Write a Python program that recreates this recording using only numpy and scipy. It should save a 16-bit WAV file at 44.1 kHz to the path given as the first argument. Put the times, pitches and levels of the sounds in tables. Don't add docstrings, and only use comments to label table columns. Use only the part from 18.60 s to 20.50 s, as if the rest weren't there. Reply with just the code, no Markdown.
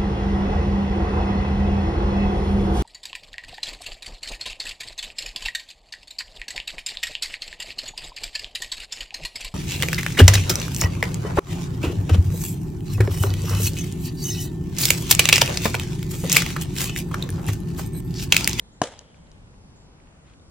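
import sys
import numpy as np
from scipy import signal
from scipy.fft import rfft, irfft, next_fast_len
from scipy.io import wavfile
from scipy.ndimage import uniform_filter1d

SR = 44100
rng = np.random.default_rng(int(sys.argv[2]) if len(sys.argv) > 2 else 0)


def level_to_linear(level):
    exponent = np.asarray(level, float) / 20
    return 10 ** exponent


def put_to_file(sound):
    columns = np.atleast_2d(sound).T
    safe = np.clip(columns, -1, 1)
    whole_steps = np.round(safe * 32767)
    wavfile.write(sys.argv[1], SR, whole_steps.astype(np.int16))


N = 83790
MID_TO_SIDE = np.array([[1], [-1]])
POP_S = .2175
POP_PAN_DB = 1.7


def band(x, lo_hz, hi_hz, order=2):
    edges = [lo_hz, min(hi_hz, .45 * SR)]
    return signal.sosfilt(signal.butter(order, edges, "band", fs=SR, output="sos"), x)


def late(x, s):
    n = next_fast_len(2 * len(x))
    hz = np.arange(n // 2 + 1) * SR / n
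    return irfft(rfft(x, n) * np.exp(-2j * np.pi * hz * s), n)[:len(x)]


def unit(x):
    return x / np.sqrt(np.mean(x ** 2))


def noise_band(lo_hz, hi_hz):
    return unit(band(rng.standard_normal(N), lo_hz, hi_hz))


def walk(rate_hz):
    hold = int(SR / rate_hz)
    steps = np.repeat(rng.standard_normal(N // hold + 1), hold)
    return unit(uniform_filter1d(uniform_filter1d(steps, hold), hold)[:N])


def ring(x, modes):
    t = np.arange(SR // 5) / SR
    body = sum(level_to_linear(db - 60 * t / t60) * np.sin(2 * np.pi * hz * t) for hz, db, t60 in modes)
    return signal.fftconvolve(x, body)[:N]


def ears(x, lag_s, pan_db=0):
    wide_db, wide_hz = 7, 2400
    left, right = late(x, lag_s), late(x, -lag_s)
    side = level_to_linear(wide_db) * band(left - right, wide_hz, .45 * SR, order=1) / 2
    side = side + np.tanh(pan_db * np.log(10) / 40) * x
    return (left + right) / 2 + side * MID_TO_SIDE


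# t/s, level/dB
RUMBLE = [(0, -0.5), (.45, -5), (.6, 1), (.75, 0.5), (.9, 0), (1.1, 0), (1.4, -3), (1.9, -2)]


def flickering_noise(shape, db, t):
    rumble_top_hz, flicker_db, flicker_hz = 387, 1.71, 5.894
    f = np.maximum(np.arange(N // 2 + 1) * SR / N, 1)
    shape_hz, shape_db = np.array(shape).T
    colour = level_to_linear(np.interp(np.log(f), np.log(shape_hz), shape_db))
    noise = rfft(rng.standard_normal(N)) * colour
    half_octave = np.round(2 * np.log2(f / 20))
    swell_db = np.interp(t, *np.array(RUMBLE).T)
    out = 0
    for k in range(20):
        centre_hz = 20 * 2 ** (k / 2)
        share = 1 / (1 + (centre_hz / rumble_top_hz) ** 2)
        level_db = share * swell_db + flicker_db * walk(flicker_hz)
        out = out + irfft(noise * (half_octave == k), N) * level_to_linear(level_db)
    return unit(out) * level_to_linear(db)


# f/Hz, relative level/dB
AIR_MID = [(12, -19), (20, -5.5), (53, 0), (91, -3.5), (250, -10), (426, -19.5), (473, -17.5), (617, -20),
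           (3480, -39), (8580, -44), (11500, -53), (15000, -83), (22000, -120)]
# f/Hz, relative level/dB
AIR_SIDE = [(12, -31), (20, -1.5), (107, 3.5), (278, -3.5), (318, -2), (353, -3.5), (705, -7), (1650, -12),
            (3870, -15), (9300, -19), (11500, -32), (15000, -69), (22000, -120)]


def air(t):
    mid = flickering_noise(AIR_MID, -50.5, t)
    side = flickering_noise(AIR_SIDE, -58, t)
    return ears(mid, 0, pan_db=0.9) + side * MID_TO_SIDE


# start t/s, length/s, level/dB, f/Hz that the pitch scoops towards, side level over mid/dB
BIRD_CALLS = [(.122, 0.099, -71, 7610, 6), (1.155, .12, -67, 7500, 5)]


def bird_voice(pitch_hz):
    trembling_hz = pitch_hz + 130 * walk(250)
    return level_to_linear(3 * walk(90.6)) * np.sin(2 * np.pi * np.cumsum(trembling_hz) / SR)


def bird_smear(call, t):
    smear_db, smear_t60_s = -32.5, 0.22
    echoes_of_call = level_to_linear(smear_db - 60 * t / smear_t60_s) * rng.standard_normal(N)
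    return call + signal.fftconvolve(call, echoes_of_call)[:N]


def bird(t):
    scoop_hz, scoop_s, sag_hz_per_s = 1500, .007, 2500
    split_hz, split_s, fade_db_per_s = 592, 0.009, 101
    out = 0
    for start, length, db, hz, side_db in BIRD_CALLS:
        u = np.clip(t - start, 0, length)
        pitch = hz - scoop_hz * np.exp(-u / scoop_s) - sag_hz_per_s * u
        second_pitch = pitch - split_hz * (1 - np.exp(-u / split_s))
        ramps = np.clip(np.minimum(u / .004, (length - u) / 0.024), 0, 1)
        env = level_to_linear(db - fade_db_per_s * u) * ramps
        mid, side = (bird_smear(env * (bird_voice(pitch) + 0.64 * bird_voice(second_pitch)), t)
                     for _ in range(2))
        out = out + mid + level_to_linear(side_db) * side * MID_TO_SIDE
    return out


# start t/s, peak level/dB, f/Hz, left over right/dB
CRACKS = [(0.544, -50, 2000, 3), (0.67, -52, 3300, -4), (0.874, -59, 2520, -6), (1.336, -57.5, 2530, -7),
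          (1.4001, -49.5, 1760, .5), (1.4723, -49.5, 2340, -4), (1.736, -47.5, 2970, -2),
          (1.7968, -56, 3600, 4)]


def leaf_cracks(t):
    out = 0
    for start, db, hz, pan_db in CRACKS:
        u = np.maximum(t - start, 0)
        burst = noise_band(hz / 1.31, hz * 1.19) * (u / 0.0014) * np.exp(1 - u / 0.001)
        out = out + ears(level_to_linear(db) * burst / np.abs(burst).max(), .00001, pan_db)
    return out


# start t/s, length/s, level/dB, f/Hz
SHUFFLES = [(0.533, 0.055, -67, 5100), (0.919, 0.037, -63.5, 1370), (1.452, 0.05, -75.5, 2520),
            (1.638, 0.12, -62.5, 2170)]


def leaf_shuffles(t):
    grains_per_s, grain_spread = 1800, 3.7
    out = 0
    for start, length, db, hz in SHUFFLES:
        chance, strength, sign = rng.random((3, N))
        clicks = chance < grains_per_s / SR
        grains = clicks * (1 - strength) ** (-grain_spread / 20) * np.sign(sign - .5)
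        env = np.sin(np.pi * np.clip((t - start) / length, 0, 1))
        out = out + ears(level_to_linear(db) * env * unit(band(grains, hz / 3.1, hz * 1.52)), .00001)
    return out


def tail_rise(t):
    return 1 - np.exp(-(np.maximum(t - POP_S, 0) / 0.0056) ** 2)


# f/Hz, level/dB, t60/s, side level over mid/dB
TREES = [(121, -47, 0.079, -15), (241, -39, 0.17, -17.5), (527, -33.5, 0.26, -22), (820, -39.5, 0.4, -19),
         (1370, -42, 0.27, -12), (2000, -47, 0.48, -9), (3320, -40.5, 0.32, -5), (4700, -55, 0.55, 4),
         (6500, -41.5, 0.32, 1), (8000, -49.5, .3, 7)]


def trees(t):
    far_db, far_t60_s, far_top_hz = -20, 1.46, 4000
    patchy_db, slap_db = 1.2, 2.53
    u = np.maximum(t - POP_S, 0)
    slaps = level_to_linear(slap_db * walk(250))
    out = 0
    for hz, db, t60, side_db in TREES:
        near = level_to_linear(-60 * u / t60)
        far = level_to_linear(far_db - 60 * u / far_t60_s) / (1 + (hz / far_top_hz) ** 2)
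        fade = (near + far) * level_to_linear(db + patchy_db * walk(54.7)) * tail_rise(t) * slaps
        mid, side = (fade * noise_band(hz / 1.23, hz * 1.224) for _ in range(2))
        out = out + mid + level_to_linear(side_db) * side * MID_TO_SIDE
    return out


def far_trunks(t):
    centre_hz, width_hz = 3160, 530
    linger_db, linger_t60_s, end_s = -58.5, 1.74, 0.81
    u = np.maximum(t - POP_S, 0)
    fade = level_to_linear(linger_db - 60 * u / linger_t60_s + 2 * walk(76)) * tail_rise(t)
    fade = fade / (1 + np.exp((t - end_s) / 0.0079))
    return ears(fade * noise_band(centre_hz - width_hz / 2, centre_hz + width_hz / 2), .00001)


# delay t/s, level/dB, low edge f/Hz, high edge f/Hz, half the lag of left behind right/s
ECHOES = [(.0035, -15, 102, 3770, 0.000018), (0.01, -26, 102, 3700, .00001),
          (0.0213, -7.5, 2000, 8000, 0.000012), (0.061, -35, 300, 4000, .000005),
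          (0.1737, -13.5, 3350, 8560, 0.000014), (0.4985, -25, 3400, 6500, 0.00001)]


def echoes(glove):
    out = 0
    for delay_s, db, lo_hz, hi_hz, lag_s in ECHOES:
        copy = late(band(glove, lo_hz, hi_hz), delay_s)
        out = out + ears(level_to_linear(db) * copy, lag_s, POP_PAN_DB / 2)
    return out


# start t/s, level/dB, length/s
CONTACTS = [(.21617, -8, .00018), (.21693, -18, .00097), (.21739, -1, .00015)]
# f/Hz, level/dB, t60/s
POCKET = [(165, -39, .07), (302, -31, .03), (400, -40, .04), (478, -40, .05), (714, -22, .024),
          (1012, -25, .024), (1600, -33, .015)]


def pocket_push(t):
    push = 0
    for start, db, length in CONTACTS:
        push = push + level_to_linear(db) * np.sin(np.pi * np.clip((t - start) / length, 0, 1)) ** 2
    return ring(push, POCKET)


# t/s, level/dB
SNAPS = [(.21645, -25), (.21752, -20), (.21772, -16), (.21874, -22), (.2198, -27)]
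# f/Hz, level/dB, t60/s
LEATHER = [(1800, -11, .008), (2950, -3.5, .008), (3900, -10, .005), (4870, -12, .006), (5700, -11, .005),
           (6400, -6, .007), (8140, -11, .005), (9600, -21, .003)]


def leather_snap():
    click = 1. * (np.arange(N) == 0)
    return ring(sum(level_to_linear(db) * late(click, s) for s, db in SNAPS), LEATHER)


def pop(t):
    return band(pocket_push(t) + leather_snap(), 140, .45 * SR)


def scene():
    t = np.arange(N) / SR
    glove = pop(t)
    background = air(t) + bird(t) + leaf_cracks(t) + leaf_shuffles(t)
    tails = trees(t) + far_trunks(t)
    return background + tails + echoes(glove) + ears(glove, .00002, POP_PAN_DB)


def roll_off(x):
    return signal.sosfilt(signal.butter(12, 12140, fs=SR, output="sos"), x)


def record(dry):
    soft_top, top_hz = 1.6, 10800
    rounded = soft_top * np.tanh(dry / soft_top)
    mix = signal.sosfilt(signal.butter(10, top_hz, fs=SR, output="sos"), rounded)
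    return roll_off(mix)


dry = scene()
out = record(dry)
put_to_file(out)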